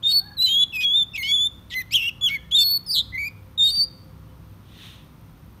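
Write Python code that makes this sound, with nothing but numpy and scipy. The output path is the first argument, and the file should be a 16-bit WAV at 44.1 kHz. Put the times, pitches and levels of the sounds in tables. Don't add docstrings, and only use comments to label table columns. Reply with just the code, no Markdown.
import sys
import numpy as np
from scipy import signal
from scipy.fft import rfft, irfft, next_fast_len
from scipy.io import wavfile
from scipy.ndimage import uniform_filter1d

SR = 44100
rng = np.random.default_rng(int(sys.argv[2]) if len(sys.argv) > 2 else 0)


def log_audio(samples):
    frames = np.atleast_2d(samples).T
    limited = np.clip(frames, -1, 1)
    pcm = np.round(limited * 32767).astype(np.int16)
    wavfile.write(sys.argv[1], SR, pcm)


def rack_gain(trim_db):
    fader = np.asarray(trim_db, float)
    return 10 ** (fader / 20)


N = 246959
T = np.arange(N) / SR


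def coloured(x, table):
    hz, db = np.transpose(table)
    n = next_fast_len(len(x))
    f = np.fft.rfftfreq(n, 1 / SR) + 1
    gain = rack_gain(np.interp(np.log(f), np.log(hz), db))
    return irfft(rfft(x, n) * gain, n)[:len(x)]


def level(x, db):
    return x * rack_gain(db) / np.sqrt(np.mean(x ** 2))


def walk(rate):
    k = int(SR / rate)
    return level(uniform_filter1d(uniform_filter1d(rng.standard_normal(N), k), k), 0)


def gate(start, end, edge=.003):
    return np.clip(np.minimum(T - start, end - T) / edge + .5, 0, 1)


# pitch_hz, level_db (per Hz)
GARDEN_COLOUR = [(12, -44), (20, -23), (53, -2), (166, -1), (197, -5.5), (353, -14), (500, -22.5),
                 (792, -22.5), (990, -19.5), (1400, -22.5), (1560, -27.5), (3020, -32), (3370, -32),
                 (6960, -41.5), (15600, -41.5)]
GARDEN_DB = -48
# pitch_hz, width_hz, level_db
ENGINES = [(64.3, 5, -52.5), (100.5, 10, -51.5), (161.5, 5.9, -58.5), (520, 24.4, -67.5)]
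# start_s, level_db
ENGINE_SWELL = [(0, 0.5), (.9, -12.5), (1.2, -0.5), (2.8, -0.5), (4.3, 3), (4.7, -3.5), (5.6, -3)]
# pitch_hz, level_db
PORT = [(5000, 0.5), (6200, 2.5), (7500, -3.5), (9400, 5.5), (10600, -3.5), (13000, 5), (15600, 4)]


def garden():
    hiss = coloured(rng.standard_normal(N), GARDEN_COLOUR)
    spectrum, f = rfft(hiss), np.fft.rfftfreq(N, 1 / SR)
    bed, edges = 0, 20 * 2 ** np.arange(11.)
    for lo, hi in zip(edges, edges[1:]):
        octave = irfft(spectrum * ((f >= lo) & (f < hi)), N)
        bed = bed + octave * rack_gain(0.11 * walk(2.0))
    drone = 0
    for hz, width, db in ENGINES:
        resonance = 1 + ((f - hz) / width * 2) ** 2
        band = irfft(rfft(rng.standard_normal(N)) / resonance, N)
        drone = drone + level(band, db) * rack_gain(0.67 * walk(1.0))
    swell = rack_gain(np.interp(T, *np.transpose(ENGINE_SWELL)))
    return coloured(level(bed, GARDEN_DB) + drone * swell, PORT)


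TICK_RATE, TICK_START_S, TICK_HZ, TICK_DB = 60, .0128, 13100, -48


def frame_ticks():
    at = np.arange(TICK_START_S, N / SR - .01, 1 / TICK_RATE)
    ticks, t = np.zeros(N), T[:100]
    ticks[(at * SR).astype(int)] = rack_gain(TICK_DB + 3.0 * rng.standard_normal(len(at)))
    ring = t / 0.00013 * np.exp(-t / 0.00018) * np.sin(2 * np.pi * TICK_HZ * t)
    return signal.oaconvolve(ticks, ring)[:N]


# start_s, end_s, clicks_per_s, first_level_db, last_level_db
SPUTTER = [(0.025, 0.11, 700, -56.5, -45), (0.117, 0.13, 1500, -44, -43.5), (0.416, 0.434, 950, -49, -52),
           (0.46, 0.476, 1200, -43, -51), (0.585, 0.615, 2000, -56, -55), (0.741, 0.774, 370, -48, -43),
           (0.826, 0.85, 700, -52, -51), (1.155, 1.171, 1100, -48, -44), (1.174, 1.181, 1100, -42, -47),
           (1.229, 1.29, 1500, -46, -51), (1.71, 1.745, 2300, -56, -45), (1.822, 1.8225, 1500, -48, -48),
           (1.908, 1.916, 1500, -54, -54), (1.927, 1.933, 2300, -46, -44), (1.94, 1.95, 1300, -33, -42),
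           (1.955, 2.0, 780, -50, -51.5), (2.211, 2.216, 900, -48, -52), (2.287, 2.303, 800, -33, -42),
           (2.305, 2.355, 350, -51, -47), (2.511, 2.52, 1500, -47, -42), (2.55, 2.578, 1200, -53, -46),
           (2.584, 2.596, 900, -46, -52), (2.863, 2.864, 900, -57, -57), (3.605, 3.66, 900, -58, -49),
           (3.708, 3.713, 820, -46, -46), (3.72, 3.75, 500, -59, -58), (3.755, 3.758, 680, -43, -46),
           (3.77, 3.774, 950, -47, -48), (3.78, 3.8, 300, -52, -58)]
RING_HZ = 3330


def sputter():
    clicks, t = np.zeros(N), T[:400]
    for start, end, rate, first_db, last_db in SPUTTER:
        late, loud = rng.standard_normal((200, 2)).T
        at = start + np.cumsum(np.exp(0.26 * late) / rate) - np.exp(0.34 * late[0]) / rate
        db = np.interp(at, (start, end), (first_db, last_db)) + 2.5 * loud
        heard = at < end
        clicks[(at[heard] * SR).astype(int)] = rack_gain(db[heard])
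    ring = 8 * (t / 0.00022) ** 2 * np.exp(-t / 0.00024 + 2j * np.pi * RING_HZ * t) / 2
    return signal.oaconvolve(clicks, ring)[:N]


EDGE_S, EDGE_DB = .0035, -32


def edged(note):
    s, hz, db = np.transpose(note)
    s = np.r_[s[0] - EDGE_S, s, s[-1] + EDGE_S]
    return s, np.r_[hz[0], hz, hz[-1]], np.r_[db[0] + EDGE_DB, db, db[-1] + EDGE_DB]


# start_s, pitch_hz, level_db
STEP_UP = [
    [(0.027, 3148, -44), (0.035, 3580, -32.5), (0.039, 3664, -22), (0.043, 3715, -27), (0.054, 3599, -18),
     (0.07, 3677, -16), (0.103, 3750, -21), (0.114, 3670, -25), (0.126, 4040, -31.5)],
    [(0.077, 4308, -41.5), (0.102, 4520, -32.5), (0.115, 4330, -22.5), (0.124, 4410, -18),
     (0.131, 4500, -22), (0.139, 4376, -18), (0.166, 4488, -15.5), (0.199, 4408, -19), (0.203, 4300, -34.5)],
]
CROSSING = [
    [(0.369, 4223, -38.5), (0.389, 3851, -26), (0.399, 3914, -20.5), (0.433, 4074, -18),
     (0.451, 4022, -15.5), (0.471, 4020, -24.5), (0.483, 3817, -28), (0.555, 3594, -28.5),
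     (0.56, 3600, -33)],
    [(.419, 2790, -42), (.427, 2890, -31), (.434, 2810, -43)],
    [(0.463, 3090, -31), (0.469, 3075, -25.5), (0.483, 3020, -25), (0.491, 3120, -22.5),
     (0.589, 3362, -17.5), (0.637, 3425, -14.5), (0.646, 3346, -31)],
]
DIP_RISE = [
    [(0.724, 2910, -41.5), (0.727, 2710, -38.5), (0.739, 2626, -31), (0.758, 2587, -25.5),
     (0.781, 2444, -28.5), (0.802, 2506, -25.5), (0.829, 2500, -27.5), (0.847, 2410, -33),
     (0.849, 2400, -33)],
    [(0.831, 3200, -37), (0.835, 3220, -22.5), (0.84, 3440, -22), (0.853, 3304, -18), (0.894, 3325, -22),
     (0.924, 3396, -19.5), (0.973, 3642, -16.5), (1.032, 3503, -20.5), (1.04, 3500, -37)],
]
DIP_RISE_AGAIN = [
    [(1.136, 2735, -43), (1.154, 2498, -28.5), (1.163, 2830, -30.5), (1.17, 2364, -33)],
    [(1.16, 3510, -36), (1.164, 3420, -33), (1.172, 3130, -44)],
    [(1.177, 2320, -30.5), (1.181, 2223, -29), (1.217, 2067, -32), (1.225, 2127, -29), (1.229, 2246, -32),
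     (1.232, 2140, -31.5), (1.274, 2213, -31), (1.314, 2240, -33), (1.317, 2300, -31)],
    [(1.231, 2896, -28), (1.283, 3220, -30.5), (1.29, 3356, -23.5), (1.313, 3350, -23), (1.318, 3380, -17),
     (1.35, 3510, -18.5), (1.381, 3350, -22), (1.391, 3423, -20), (1.474, 3561, -21.5)],
]
LOW_AND_HARSH = [
    [(1.708, 2220, -46), (1.718, 1914, -44), (1.745, 2013, -34), (1.766, 2067, -25), (1.776, 2033, -25),
     (1.809, 2031, -30), (1.815, 1950, -33), (1.822, 1807, -40)],
    [(1.909, 2160, -44.5), (1.926, 2526, -33.5), (1.94, 2846, -21.5)],
    [(1.943, 3110, -15.5), (1.957, 3360, -15), (1.968, 2977, -17), (1.988, 2738, -26.5),
     (2.01, 2696, -25.5), (2.047, 2707, -26), (2.078, 2820, -23.5), (2.083, 2926, -19),
     (2.097, 2614, -27.5)],
]
DROP = [
    [(2.211, 3436, -37.5), (2.219, 3403, -27.5), (2.243, 3410, -17.5), (2.257, 3385, -16.5),
     (2.269, 3256, -18), (2.285, 2840, -22.5), (2.29, 2760, -26)],
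    [(2.293, 2152, -34), (2.315, 2241, -27), (2.355, 2214, -25), (2.371, 2083, -30)],
]
STEP_UP_LONG = [
    [(2.509, 2960, -50), (2.513, 3105, -36), (2.526, 3440, -20.5), (2.543, 3370, -19), (2.552, 3633, -13.5),
     (2.566, 3778, -17), (2.587, 3536, -14.5), (2.63, 3583, -21.5), (2.636, 3410, -27.5)],
    [(2.586, 4360, -24.5), (2.598, 4300, -24.5), (2.61, 4450, -20.5), (2.641, 4404, -20), (2.66, 4340, -20),
     (2.686, 4400, -21), (2.728, 4445, -20.5), (2.757, 4466, -22), (2.777, 4387, -22)],
]
TRILLS = [
    [(2.864, 5260, -40), (2.876, 5050, -37), (2.887, 4950, -33), (2.903, 4600, -24), (2.912, 4667, -23),
     (2.925, 4985, -25.5), (2.962, 3660, -20.5), (2.989, 3656, -18), (3.013, 3543, -23.5)],
    [(3.123, 1976, -45.5), (3.148, 2078, -29.5), (3.162, 2067, -27), (3.172, 1976, -34),
     (3.18, 2193, -26.5), (3.202, 2306, -28.5), (3.237, 2254, -29.5), (3.281, 2458, -29.5),
     (3.288, 2220, -41)],
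]
STEP_UP_LAST = [
    [(3.579, 3674, -22.5), (3.584, 3800, -26.5), (3.599, 3658, -17), (3.631, 3650, -14), (3.655, 3733, -18),
     (3.675, 3796, -16.5), (3.679, 3678, -19.5), (3.708, 3706, -24), (3.71, 3690, -27)],
    [(3.62, 4600, -52), (3.66, 4560, -35), (3.693, 4250, -25.5), (3.716, 4650, -27), (3.74, 4540, -26),
     (3.762, 4670, -22.5), (3.821, 4480, -18), (3.84, 4780, -22), (3.856, 4680, -40)],
]
PHRASE = (STEP_UP + CROSSING + DIP_RISE + DIP_RISE_AGAIN + LOW_AND_HARSH + DROP + STEP_UP_LONG
          + TRILLS + STEP_UP_LAST)
# level_db, tilt_db (per order)
BRIGHT = [(-7, -1), (-1.5, 0.5), (-4, 3.5), (16.5, 3.5), (-4.5, 1), (1.5, 2), (-11, 2.5), (6.5, -2.5),
          (10, 0.5), (9, 3.35), (1, -0.5), (3.5, 2.5), (18, -0.5), (-2.5, 3.5), (0.5, 0.5), (-6, 3.5),
          (2, 0), (-1, 13.5), (5.5, 0), (-1.5, 1.5), (-2, -1.5), (5.5, -7)]
BRIGHTEN_DB = [14, 7, -0.5, 1.5, -6.2, 1.5, 10.5, -6, -4, 15, 3.5, 9, 3, -1.5, 10, -1, 14.5, 2.5, -16.5, 17,
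               7, -10.5]
ORDER_DB = [-17.5, -24, -33.5, -32, -37, -32]
MIXED_DB = [-9.5, -20.5, -24.5]
# pitch_hz, level_db
THROAT = [(3000, -0.5), (4500, 0), (6000, -4.5), (7500, -4.5), (9000, -7), (10500, -5.5), (12000, 4),
          (13300, 4), (14300, -1.5), (15200, -8.5), (17000, -10)]
# start_s, end_s, timing_error_rad
HAZE = [(.05, .125, .2), (.46, .56, .09), (.59, .645, .05), (1.23, 1.29, .08), (1.943, 2.0, .11),
        (2.0, 2.1, .05), (2.29, 2.355, .1), (2.51, 2.56, .07), (2.56, 2.578, .13), (2.584, 2.6, .12),
        (2.93, 3.02, .08), (3.18, 3.29, .067), (3.62, 3.71, .09)]
WOBBLE_HZ, WOBBLE_DB, OVERTONE_FLICKER_DB = 13, 0.5, 2.5
PULL, SIDEBAND_SHARE = .4, .72
UPWARD = .2
RASP, RASP_RATE, FLUTTER_RASP = .35, 2500, .011
HALF_START_S, HALF_END_S, HALF_SHARE = 2.23, 2.25, .4
SHYNESS = 0.4
EFFORT = 0.033


def bird():
    swing_hz, gain = flutter()
    clicks = sputter() + creak()
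    wobble_hz, wobble = WOBBLE_HZ * walk(250), rack_gain(WOBBLE_DB * walk(120))
    flow, size, voices = clicks.copy(), np.abs(clicks) + rack_gain(-87.5), []
    own = np.zeros((len(MIXED_DB), N), complex)
    for note in PHRASE:
        s, hz, db = edged(note)
        span = slice(int(s[0] * SR), int(s[-1] * SR))
        hz = np.interp(T[span], s, hz) + swing_hz[span] + wobble_hz[span]
        envelope = uniform_filter1d(rack_gain(np.interp(T[span], s, db)), size=80)
        a = np.sqrt(2) * envelope * gain[span] * wobble[span]
        phase = 2 * np.pi * np.cumsum(hz) / SR
        side = a * np.exp(1j * phase)
        flow[span] += side
        size[span] += a
        own[:, span] += [side ** k for k in range(2, len(MIXED_DB) + 2)]
        voices.append((span, hz, a, phase))

    pressure = np.abs(flow / size) ** 2
    beat = PULL * (pressure - uniform_filter1d(pressure, size=256))
    lift = np.exp(-UPWARD * signal.hilbert(beat, next_fast_len(N))[:N].imag)
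    unrest = RASP * np.sqrt(uniform_filter1d(beat ** 2, size=256).clip(0))
    unrest += FLUTTER_RASP * uniform_filter1d(np.abs(np.diff(swing_hz, prepend=0)), size=256)
    unrest += sum(rad * gate(start, end) for start, end, rad in HAZE)
    jitter = unrest * walk(RASP_RATE)

    whistle, over = clicks.real.copy(), np.zeros(N)
    for k, db in enumerate(MIXED_DB, start=2):
        mixed = flow ** k - own[k - 2]
        over += rack_gain(db) * (mixed * np.exp(.5j * k * jitter)).imag / size ** (k - 1)
    flicker = [rack_gain(OVERTONE_FLICKER_DB * walk(65)) for _ in ORDER_DB]
    for (span, hz, a, phase), (bright_db, tilt_db), brighten_db in zip(voices, BRIGHT, BRIGHTEN_DB):
        pulled = phase + SIDEBAND_SHARE * beat[span] + 0.061 * jitter[span]
        whistle[span] += a * lift[span] * np.cos(pulled)
        growth = rack_gain(brighten_db * np.linspace(-.5, .5, len(a)))
        strength = a * growth * (a / a.max()) ** EFFORT
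        uneven = 1 + HALF_SHARE * gate(HALF_START_S, HALF_END_S)[span] * np.cos(phase / 2)
        for k, db in enumerate(ORDER_DB, start=2):
            room_above = np.clip((18500 - k * hz) / 1500, 0, 1)
            shy = (a / size[span]) ** (SHYNESS * (k - 1))
            loudness = rack_gain(db + bright_db + tilt_db * (k - 2)) * flicker[k - 2][span]
            overtone = np.cos(k * (phase + beat[span] + jitter[span]))
            over[span] += strength * shy * loudness * uneven ** min(k - 1.7, 1) * room_above * overtone
    return coloured(whistle, [(1300, -30.0), (1750, 1)]) + coloured(over, THROAT)


# delay_s, level_db
ECHOES = [(.004, -18.5), (.011, -18), (.021, -21.5), (0.044, -28.5), (.128, -46)]
YARD_DB, YARD_T60_S, WALL_S = -26.5, 0.94, 0.17
TAIL_DB, TAIL_T60_S = -20, 0.53


def yard(x):
    t = T[:SR]
    near = level(rng.standard_normal(SR), 0) * rack_gain(-60 * t / YARD_T60_S)
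    near *= np.clip((WALL_S - t) / 0.0081, 0, 1)
    far = rng.standard_normal(SR) * rack_gain(-60 * t / TAIL_T60_S)
    response = rack_gain(YARD_DB) * near / np.linalg.norm(near) + rack_gain(TAIL_DB) * far / np.linalg.norm(far)
    for s, db in ECHOES:
        response[int(s * SR)] += rack_gain(db)
    echoed = signal.fftconvolve(x, response)[:N]
    return coloured(echoed, [(2000, -3.0), (5000, -2.0), (10000, -5.5), (16000, -6.0)])


DUCK_HZ, DUCK_FROM_DB, DUCK_SLOPE, DUCK_S = 4600, -48.5, .35, .04


def ducked(bed, song):
    loud_db = 10 * np.log10(uniform_filter1d(song ** 2, int(DUCK_S * SR)).clip(1e-12))
    treble = signal.sosfiltfilt(signal.butter(4, DUCK_HZ, "high", fs=SR, output="sos"), bed)
    return bed - treble * (1 - rack_gain(-DUCK_SLOPE * np.clip(loud_db - DUCK_FROM_DB, 0, 40)))


# start_s, end_s, first_pitch_hz, last_pitch_hz, level_db
FAR = [
    (.09, .2, 1390, 1375, -53),
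    (.14, .24, 1540, 1550, -58),
    (.12, .23, 780, 775, -54),
    (.24, .34, 835, 820, -55),
    (.23, .4, 1685, 1650, -54.5),
    (2.19, 2.26, 1120, 1260, -55),
    (2.27, 2.36, 1400, 1750, -53),
    (2.33, 2.5, 1680, 1780, -56),
    (4.27, 4.34, 3060, 2990, -69),
]
FAR_EDGE_S, FAR_BLUR_HZ = .03, 32


def far_caller():
    out = 0
    for start, end, first_hz, last_hz, db in FAR:
        blur_hz = (FAR_BLUR_HZ + abs(last_hz - first_hz) / 4) * walk(300)
        hz = np.interp(T, (start, end), (first_hz, last_hz)) + blur_hz
        whistle = np.sin(2 * np.pi * np.cumsum(hz) / SR)
        out = out + gate(start, end, FAR_EDGE_S) * rack_gain(db + 4 * walk(40)) * whistle
    return out


# start_s, end_s, rate_hz, first_swing_hz, last_swing_hz
FLUTTER = [(.585, .618, 390, 15, 30), (.618, 0.66, 480, 70, 110), (1.945, 1.949, 512, 220, 117),
           (1.8, 2.02, 470, 60, 60), (1.956, 2.01, 106.6, 107, 153), (2.025, 2.05, 70, 63, 50),
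           (2.022, 2.068, 503, 188, 190), (1.995, 2.022, 93, 150, 140), (2.089, 2.115, 527, 170, 200),
           (2.9075, 2.9839, 157, 170, 540), (2.9839, 3.015, 157, 540, 120), (3.1, 3.27, 77, 57, 49.9),
           (2.563, 2.578, 509.4, 86, 122), (2.632, 2.618, 500, 100, 100), (1.4, 1.474, 20, 30, 30),
           (3.79, 3.825, 300, 40, 60), (2.31, 2.355, 170, 25, 35)]
SWING_SHARE, SWING_FULL_HZ = .45, 540


def flutter():
    swing_hz, gain = np.zeros(N), np.ones(N)
    for start, end, rate_hz, first_hz, last_hz in FLUTTER:
        phase = 2 * np.pi * np.cumsum((T > start) * rate_hz * (1 + .04 * walk(120))) / SR
        depth_hz = gate(start, end) * np.interp(T, (start, end), (first_hz, last_hz))
        swing_hz += depth_hz * np.sin(phase)
        gain *= 1 + SWING_SHARE * np.sqrt(depth_hz / SWING_FULL_HZ) * np.sin(phase - .6)
    return swing_hz, gain


# start_s, pulses_per_s, ring_hz, level_db
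CREAK = [
    [(1.701, 260, 3900, -46), (1.744, 470, 2900, -35)],
    [(.807, 250, 3200, -37), (.832, 400, 3300, -36)],
]


def creak():
    out, t = np.zeros(N, complex), T[:300]
    for (start, rate, hz, db), (end, last_rate, last_hz, last_db) in CREAK:
        at = start
        for late, loud in rng.standard_normal((40, 2)):
            if at < end:
                u = (at - start) / (end - start)
                ring_hz = hz + u * (last_hz - hz)
                ring = 4 * t / 0.00018 * np.exp(-t / 0.0004 + 2j * np.pi * ring_hz * t)
                i = int(at * SR)
                out[i:i + len(t)] += ring * rack_gain(db + u * (last_db - db) + 1.5 * loud)
                at += (1 + .06 * late) / (rate + u * (last_rate - rate))
    return out


# pitch_hz, level_db (per Hz)
RUFFLE_COLOUR = [(880, -23), (1500, -19), (1940, -13), (2160, -15.5), (3100, -8.5), (3620, -6),
                 (4820, -23.5), (6400, -23.5), (7560, -33), (9380, -24), (10700, -36), (13800, -27),
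                 (15600, -38)]
RUFFLE_S, RUFFLE_DB, RUFFLE_SPREAD_S = 4.861, -46.5, 0.12


def ruffle():
    grain = rng.standard_normal(N) * rack_gain(0.27 * walk(300))
    swish = level(coloured(grain, RUFFLE_COLOUR), 1.3)
    return swish * rack_gain(RUFFLE_DB) * np.exp(-np.abs((T - RUFFLE_S) / RUFFLE_SPREAD_S) ** 1.45)


def scene():
    song = bird()
    heard = song + yard(song)
    mix = heard + far_caller() + ruffle()
    mix = mix + ducked(garden() + frame_ticks(), heard)
    return mix[None]


def low_pass(x):
    return signal.sosfilt(signal.butter(12, 15770, fs=SR, output="sos"), x)


def record(dry):
    top_cut = signal.ellip(8, .2, 40, 15600, fs=SR, output="sos")
    mix = signal.sosfiltfilt(top_cut, dry)
    return low_pass(mix)


dry = scene()
out = record(dry)
log_audio(out)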